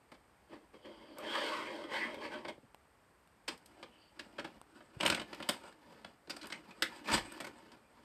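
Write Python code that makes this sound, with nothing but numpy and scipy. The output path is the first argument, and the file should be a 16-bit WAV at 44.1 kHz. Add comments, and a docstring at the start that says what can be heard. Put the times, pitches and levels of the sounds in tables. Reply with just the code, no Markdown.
"""Small quiet room: a hand drags a plastic video cassette off a player, fumbles it into the front slot
and pushes; the carriage clatters, latches, drops it home and the flap shuts, at arm's length.
Noise makes every contact: short chatters for blows, stick-slip grit for rubbing, both rung through the
resonances of shell or carriage. Singing edges and springs join them in a short room tail.
Soft bumps, dry snaps at the microphone case and a steady hush with a low rumble are laid over that."""
import sys
import numpy as np
from scipy import signal
from scipy.fft import rfft, irfft
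from scipy.io import wavfile
from scipy.ndimage import uniform_filter1d

SR = 44100
rng = np.random.default_rng(int(sys.argv[2]) if len(sys.argv) > 2 else 0)


def log_audio(samples):
    """Write samples as a 16-bit WAV file to the path given in sys.argv[1]."""
    # one column per channel
    frames = np.atleast_2d(samples).T
    # limit to full scale, then quantise
    limited = np.clip(frames, -1, 1)
    pcm = np.round(limited * 32767).astype(np.int16)
    wavfile.write(sys.argv[1], SR, pcm)


N = 354784  # samples, about 8 s
GRID_HZ = np.maximum(np.fft.rfftfreq(8192, 1 / SR), 1)
# All source levels are set before the room and the microphone colour.


def undb(db):
    """Gain of a dB value."""
    return 10 ** (np.asarray(db) / 20)


def causal(x, gain):
    """Minimum-phase filter with this gain on the frequency grid, made by folding the cepstrum."""
    cepstrum = irfft(np.log(gain))
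    cepstrum[1:4096] *= 2
    cepstrum[4097:] = 0
    impulse = irfft(np.exp(rfft(cepstrum)))[:4096]
    return signal.fftconvolve(x, impulse)[:len(x)]


def colour(x, points):
    """Filter through (Hz, dB) points, joined along log frequency."""
    hz, db = np.transpose(points)
    return causal(x, undb(np.interp(np.log(GRID_HZ), np.log(hz), db)))


def bandpass(x, edges_hz):
    """Gentle band-pass between two edges."""
    return signal.sosfilt(signal.butter(2, edges_hz, "band", fs=SR, output="sos"), x)


def ring(x, modes, dense_db, spot_db=0):
    """Resonances (Hz, width Hz, dB) over a flat response for the many modes too close to tell apart."""
    hz, width, db = np.transpose(modes)[:, :, None]
    f = GRID_HZ
    peaks = undb(db + spot_db) ** 2 * (f * width) ** 2 / ((hz ** 2 - f ** 2) ** 2 + (f * width) ** 2)
    return causal(x, np.sqrt(undb(dense_db) ** 2 + peaks.sum(axis=0)))


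# the four bands of every contact, in order thud, knock, clack, tick: low_hz [Hz], high_hz [Hz]
CONTACT_BANDS = [(140, 600), (600, 2000), (2000, 6000), (6000, 16000)]


def split(x):
    """Thud, knock, clack and tick bands; alternate signs so that neighbours join without a notch."""
    return np.array([(-1) ** k * bandpass(x, edges) for k, edges in enumerate(CONTACT_BANDS)])


def walk(rate):
    """Random levels held 1 / rate s and slewed; spread near 1."""
    hold = int(SR / rate)
    levels = rng.standard_normal(N // hold + 1)
    return uniform_filter1d(np.repeat(levels, hold), hold)[:N]


def blows(table, modes, thud_db, part_db, dense_db, part_width_hz, thud_slower):
    """Each blow is a short chatter of contacts that strikes the body at a new spot and rings one loose part."""
    out, t = np.zeros(N + SR), np.arange(SR // 5) / SR
    for s, clack_db, body_db, tick_db, t60, part_hz in table:
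        rise_s = 0.1 * t60  # long chatters are scuffs that build up, hold, then die
        after = np.maximum(t - 2 * rise_s, 0) / t60
        uneven = undb(5.1 * rng.standard_normal(len(t)))
        contacts = rng.standard_normal(len(t)) * uneven * np.minimum(t / rise_s, 1) ** 2
        spot_db = 4 * rng.standard_normal((len(modes), 1))
        chatter = contacts * undb(-60 * after)
        bands = split(ring(chatter, modes, dense_db, spot_db))
        # the whole box keeps shaking after the contacts have stopped
        shake = contacts * undb(-60 * after / thud_slower)
        bands[0] = split(ring(shake, modes, dense_db, spot_db))[0]
        bands[3] *= undb(-40 * after)  # the treble dies first
        loose_part = ring(chatter, [(part_hz, max(part_width_hz, part_hz / 12), 0)], -67)
        parts = np.vstack([bands, loose_part])
        peak_db = clack_db + np.array([body_db + thud_db, body_db, 0, tick_db, part_db])
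        gains = undb(peak_db) / np.abs(parts).max(axis=1)
        start = int((s - rise_s * 0.97) * SR)
        out[start:start + len(t)] += gains @ parts
    return out[:N]


def strokes(tables, thud_db, most_thud_db, clack_db):
    """Thud, knock and clack dB per sample, led by the knock; the thud stops rising at the box's fullest shake."""
    t, knock = np.arange(N) / SR, np.full(N, -200.)  # silent between strokes
    for rows in tables:
        s, db = np.transpose(rows)
        on = (t >= s[0]) & (t <= s[-1])
        knock[on] = np.interp(t[on], s, db)
    return np.array([np.minimum(knock + thud_db, most_thud_db), knock, knock + clack_db])


def rub(strokes_db, modes, grit_db, judder_db, tick_db, shift_db):
    """Stick-slip grains of uneven size come in judders; the contact spot travels, so each mode swells alone."""
    judder = judder_db * (walk(25) + walk(90) + walk(350))
    grit = rng.standard_normal(N) * undb(grit_db * rng.exponential(size=N) + judder)
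    body = undb(-10) * grit  # the many close modes
    for k, mode in enumerate(modes):
        swell = undb(shift_db * walk(18))
        body = body + (-1) ** k * swell * ring(grit, [mode], -37)
    parts = split(body)
    thud_db, knock_db, clack_db = strokes_db
    levels = undb([thud_db, knock_db, clack_db, clack_db + tick_db])
    gains = uniform_filter1d(levels, size=400)  # strokes start softly
    # the hand sets the slow level, the grit only the quick one
    steady = np.sqrt(uniform_filter1d(parts ** 2, size=6000))
    return np.sum(gains * parts / steady, axis=0)


# tone of the room's hush, shape only: pitch_hz [Hz], level_db [dB per Hz, relative]
HUSH_TONE = [(20, -12), (50, -7.5), (150, -9), (700, -9), (1000, -9), (2000, -14), (2600, -18.5),
             (4000, -25), (6300, -22), (10000, -26), (15500, -29.5)]
HUSH_DB, RUMBLE_DB = -67.5, -85.0  # rms, around which both waver


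def air():
    """Steady hush of the room and a low rumble that wavers."""
    hush = colour(rng.standard_normal(N), HUSH_TONE) * undb(0.14 * walk(2.89))
    rumble = bandpass(rng.standard_normal(N), (40, 80))
    rumble_gain = undb(RUMBLE_DB + 3.7 * walk(29))
    return undb(HUSH_DB) * hush / hush.std() + rumble_gain * rumble / rumble.std()


ROOM_T60_S, ROOM_DB = 0.19, -7.5  # decay, and tail energy against the direct sound


def room(x):
    """Close walls and furniture return a short dull tail."""
    t = np.arange(SR // 2) / SR
    tail = colour(rng.standard_normal(len(t)), [(100, -2.5), (2000, -7.0), (12000, -9)])
    tail *= undb(-60 * t / ROOM_T60_S) * np.minimum(t / 0.003, 1)
    tail /= np.sqrt(np.sum(tail ** 2))
    return x + undb(ROOM_DB) * signal.fftconvolve(x, tail)[:N]


# soft bumps through hand and furniture: start_s [s], peak_db [dB], pitch_hz [Hz], t60_s [s]
SOFT_BUMPS = [(0.12, -47, 400, 0.06), (0.526, -46, 330, 0.11), (2.25, -61, 60, 0.13),
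              (2.579, -47.5, 250, 0.039), (2.63, -56, 108, 0.073), (4.263, -51, 250, 0.03),
              (4.551, -57, 60, 0.078), (4.964, -43, 90, 0.052), (5.06, -49, 207, 0.16), (5.1, -51, 55, 0.7),
              (6.277, -48.5, 206, 0.064), (7.121, -40.5, 58, 0.38), (7.14, -30.5, 157, 0.11)]


def bumps():
    """Padded blows: a dull shake around one low, lossy mode."""
    out, t = np.zeros(N + SR), np.arange(SR // 3) / SR
    for s, db, hz, t60 in SOFT_BUMPS:
        push = rng.standard_normal(len(t)) * undb(-60 * t / t60) * np.minimum(t / 0.0012, 1)
        shake = bandpass(push, (hz * 0.37, hz * 2.0))
        start = int(s * SR)
        out[start:start + len(t)] += undb(db) * shake / np.abs(shake).max()
    return out[:N]


# dry snaps right at the microphone's case: start_s [s], ring_level_db [dB], case_ring_hz [Hz]
CASE_SNAPS = [(1.186, -42, 8400), (2.7462, -39, 950), (3.275, -52, 8500), (4.615, -39, 1070)]
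SNAP_TURNS, SNAP_EDGE_DB, SNAP_EDGE_S = 0.93, -6.5, 0.00085  # ring decay in cycles; edge gain and decay


def snaps():
    """One sharp contact: a bright edge and a ring gone in a few turns; too near to stir the room."""
    out, t = np.zeros(N + SR), np.arange(SR // 50) / SR
    for s, db, hz in CASE_SNAPS:
        bright = colour(rng.standard_normal(len(t)), [(2500, 6.5), (12000, 2)])
        edge = undb(SNAP_EDGE_DB) * bright * np.exp(-t / SNAP_EDGE_S)
        case_ring = np.sin(2 * np.pi * hz * t) * np.exp(-t * hz / SNAP_TURNS)
        start = int(s * SR)
        out[start:start + len(t)] += undb(db) * (edge + case_ring)
    return out[:N]


# edges and springs that sing on one resonance while they are rubbed or shaken:
# start_s [s], end_s [s], pitch_hz [Hz], width_hz [Hz], middle_level_db [dB rms, before the roughness]
SINGING_EDGES = [(0.718, 1.25, 3130, 250, -68.5), (0.728, 1.25, 4780, 300, -75),
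                 (1.225, 1.527, 3220, 300, -46.5), (1.883, 2.105, 1956, 307, -40),
                 (2.298, 2.383, 1550, 200, -49.5), (3.742, 3.83, 670, 79.6, -64.5),
                 (3.83, 4.14, 2900, 400, -70), (3.95, 4.123, 4600, 300, -71.5),
                 (5.007, 5.014, 2900, 250, -27.5), (5.06, 5.065, 2870, 250, -23.5),
                 (6.517, 6.563, 2210, 350, -49), (6.698, 6.82, 1260, 80, -66),
                 (6.82, 6.876, 1860, 350, -41), (7.054, 7.156, 2420, 200, -46),
                 (7.075, 7.132, 1353, 250, -40.5)]


def sings():
    """Grit through one narrow resonance, swelling and fading over the stroke."""
    out, rough = np.zeros(N), undb(1.9 * walk(60))
    for s0, s1, hz, width, db in SINGING_EDGES:
        a, b = int(s0 * SR), int(s1 * SR)
        narrow = ring(rng.standard_normal(SR), [(hz, width, 0)], -60)
        tone = ring(narrow, [(hz, 3 * width, 0)], -60)[:b - a]  # a wider pass clears the skirts
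        swell = np.sin(np.linspace(0, np.pi, b - a))
        out[a:b] += undb(db) * tone / tone.std() * swell * rough[a:b]
    return out


# resonances of the cassette shell: pitch_hz [Hz], width_hz [Hz], level_db [dB]
SHELL_MODES = [(217, 25, -8.5), (314, 41, 6), (448, 54, 2.5), (615, 34, 4.5), (888, 95, -2), (1164, 214, 0),
               (1560, 160, -5), (1710, 264, -1), (2133, 110, -5), (2330, 106, -2), (3200, 92, 0.5),
               (4460, 180, -2.5)]
# blows on the shell: start_s [s], clack_peak_db [dB], body_db [dB against the clack],
# tick_db [dB against the clack], chatter_t60_s [s], loose_part_hz [Hz]
SHELL_TAPS = [(0.1184, -53, 5, -2, 0.048, 1430), (0.1428, -52, 0.5, -14, 0.059, 1100),
              (0.7393, -60.5, 5, -16, 0.029, 1200), (0.8577, -58, 1, 0, 0.025, 1120),
              (1.1846, -48.5, 4, 14.5, 0.021, 1130), (2.1444, -44.5, 5.5, -4, 0.034, 1630),
              (2.4501, -43, 7.5, -29, 0.041, 1190), (2.4827, -38, 1, -22, 0.044, 1210),
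              (3.481, -26.5, -7.5, -7.5, 0.05, 4670), (3.577, -57, -15, 7, 0.02, 4900),
              (3.66, -51.5, -24, 7, 0.027, 4800), (3.8288, -39.5, -1.5, -35, 0.035, 1250),
              (4.1943, -35, -8.5, -20, 0.043, 2740), (4.3847, -39.5, 7, -30, 0.041, 1470),
              (4.3954, -35, -2, -25, 0.039, 1250), (4.4463, -41, 4.5, -14, 0.054, 1700),
              (4.806, -64, 15, -25, 0.029, 1130)]
# cassette sliding over the lid, a nudge and then the long pull: time_s [s], knock_level_db [dB rms]
LID_DRAG = [
    [(0.45, -92), (0.532, -59), (0.61, -77), (0.65, -75)],
    [(0.72, -89), (0.745, -63), (0.83, -83), (0.852, -59.5), (0.95, -68), (1.15, -66), (1.216, -52.5),
     (1.354, -40.5), (1.544, -42.5), (1.668, -49.5), (1.846, -54), (1.872, -60), (1.944, -42), (2.04, -47),
     (2.098, -53.5), (2.2, -56.5), (2.25, -46.5), (2.3, -57.5), (2.33, -50), (2.385, -55), (2.43, -66.5),
     (2.476, -57.5), (2.495, -45), (2.534, -82), (2.56, -71)],
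]


def cassette():
    """The hollow shell is knocked about and dragged over the lid; both ring the same plastic modes."""
    taps = blows(SHELL_TAPS, SHELL_MODES, thud_db=-8.5, part_db=-9, dense_db=0.5,
                 part_width_hz=84, thud_slower=3.3)
    drag_db = strokes(LID_DRAG, thud_db=5.5, most_thud_db=-52.5, clack_db=-4.5)
    return taps + rub(drag_db, SHELL_MODES, grit_db=2.34, judder_db=0.72, tick_db=-19.5, shift_db=3.25)


# resonances of the carriage: pitch_hz [Hz], width_hz [Hz], level_db [dB]
CARRIAGE_MODES = [(208, 37, -4.5), (311, 33.5, 4), (429, 53, -6.5), (683, 49, -7), (906, 88, -5),
                  (1417, 100, -3), (1758, 29, -7.5), (2410, 50, -1), (2910, 120, -14), (3830, 110, -12.5),
                  (4810, 48, -8.5), (8150, 710, -2.5)]
# blows in the slot, carriage and flap: start_s [s], clack_peak_db [dB], body_db [dB against the clack],
# tick_db [dB against the clack], chatter_t60_s [s], loose_part_hz [Hz]
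PLAYER_CLACKS = [(5.003, -38.5, 4.5, -10, 0.037, 2880), (5.009, -29, -4, -8, 0.02, 2880),
                 (5.031, -32.5, 4.5, -7, 0.045, 2860), (5.0523, -34, 8.5, 5, 0.047, 1880),
                 (5.063, -20, -7.5, -3, 0.028, 2900), (5.0765, -33.5, 4.5, 2, 0.048, 2730),
                 (5.1006, -21, -5.5, -5, 0.02, 3070), (5.1221, -29.5, 0.5, -13, 0.042, 2610),
                 (5.1468, -26, -9.5, -7, 0.035, 2780), (5.1728, -39.5, 3, -15, 0.063, 2170),
                 (5.1972, -34, -2.5, -16, 0.03, 2900), (5.216, -41, 2.5, -7, 0.03, 3100),
                 (5.3303, -42.5, 5.5, -10, 0.03, 3020), (5.3464, -43.5, -9, -1.5, 0.03, 2370),
                 (5.4026, -47.5, 10.5, -4, 0.032, 2890), (5.4259, -37, -5.5, -20, 0.032, 3200),
                 (5.49, -25.5, -1, 5, 0.023, 3260), (5.4948, -24.5, -6, -1, 0.024, 3400),
                 (5.7253, -53.5, -2, -15, 0.027, 1880), (6.0467, -42, 1, -14, 0.022, 3360),
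                 (6.2742, -52.5, -5, -18, 0.026, 4130), (6.298, -36, -4, -3.5, 0.052, 4700),
                 (6.3059, -31.5, -17, -18, 0.035, 4600), (6.3659, -41, -3, 0, 0.029, 4660),
                 (6.4148, -42.5, -19, -15, 0.041, 4020), (6.43, -43, -8, -6, 0.021, 4070),
                 (6.441, -47, 4, -16, 0.055, 1680), (6.457, -47, -11, -4, 0.016, 3000),
                 (6.4702, -46, -11, 8, 0.02, 1620), (6.5022, -40, -3.5, -22, 0.027, 1800),
                 (6.524, -30, -13, -27, 0.027, 2050), (6.7082, -46, -8, -16, 0.035, 2540),
                 (6.8225, -17, -14, -7.5, 0.01417, 1790), (6.826, -22, -11.5, -9, 0.03, 2000),
                 (7.074, -39.5, -3, -8, 0.03, 2420), (7.118, -30, -2, -8, 0.025, 2420),
                 (7.1389, -19.5, -9, -12, 0.04, 1750), (7.321, -51, 6, 11, 0.026, 1720),
                 (7.4039, -37.5, 0.5, 0, 0.059, 2250), (7.445, -40, -2, 0, 0.04, 2240),
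                 (7.4687, -45, 2, 4, 0.047, 2230), (7.7182, -51, -2, -4, 0.03, 4490)]
# cassette rubbing in the slot and the carriage travelling: time_s [s], knock_level_db [dB rms]
SLOT_TRAVEL = [
    [(3.5, -51), (3.58, -79.5), (3.78, -69.5), (4.1, -85), (4.19, -67), (4.3, -72), (4.38, -66),
     (4.53, -68), (4.65, -81), (4.74, -72), (4.77, -66.5), (4.88, -75.5), (4.98, -67), (5.02, -53),
     (5.16, -52), (5.23, -65), (5.34, -63), (5.54, -56), (5.72, -64.5), (5.77, -79), (5.88, -67),
     (5.93, -66.5), (6.116, -70.5), (6.2, -95.5), (6.328, -66.5), (6.448, -59), (6.632, -67), (6.802, -67),
     (6.9, -65), (6.95, -54), (7.022, -64.5), (7.316, -56.5), (7.5, -66.5), (7.72, -68), (7.86, -80),
     (8.04, -69)],
]


def player():
    """Slot, carriage and flap clatter while the cassette rubs its way in; all ring the carriage modes."""
    clacks = blows(PLAYER_CLACKS, CARRIAGE_MODES, thud_db=-6.5, part_db=-3.5, dense_db=-2,
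                   part_width_hz=130, thud_slower=2.3)
    travel_db = strokes(SLOT_TRAVEL, thud_db=2.5, most_thud_db=-62.5, clack_db=-4)
    return clacks + rub(travel_db, CARRIAGE_MODES, grit_db=1.0, judder_db=2.15, tick_db=-8.5, shift_db=4.9)


# the carriage grinds down onto its seat: time_s [s], knock_level_db [dB rms]
SEAT_DROP = [
    [(7.04, -68), (7.076, -52), (7.098, -41.5), (7.15, -32.5), (7.246, -70.5), (7.26, -58)],
]


def seat():
    """Coarse, juddering grit rings the carriage as it drops home."""
    drop_db = strokes(SEAT_DROP, thud_db=-1.5, most_thud_db=-42.5, clack_db=1.4)
    return rub(drop_db, CARRIAGE_MODES, grit_db=1.95, judder_db=2.3, tick_db=-13.5, shift_db=4.9)


def scene():
    """Rubbing, blows and singing in the room; bumps, snaps and hush laid over without its tail."""
    in_room = cassette() + player() + seat() + sings()
    return (room(in_room) + bumps() + snaps() + air())[None]


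# colour of the microphone's port and capsule: pitch_hz [Hz], level_db [dB]
MIC_COLOUR = [(20, -34), (45, 2.5), (100, 2), (3400, -1.5), (3900, -2.5), (4800, -1), (6200, -10.5),
              (7600, -5), (8500, 2.5), (10000, -9.5), (12200, -2), (13400, -10.5), (14500, -18),
              (16000, -11)]


def record(dry):
    """Microphone colour, then a steep cut of the top."""
    coloured = colour(dry[0], MIC_COLOUR)
    top_cut = signal.ellip(8, .2, 70, 15300, fs=SR, output="sos")  # passes up to 15300 Hz
    return signal.sosfilt(top_cut, coloured)[None]


dry = scene()
out = record(dry)
log_audio(out)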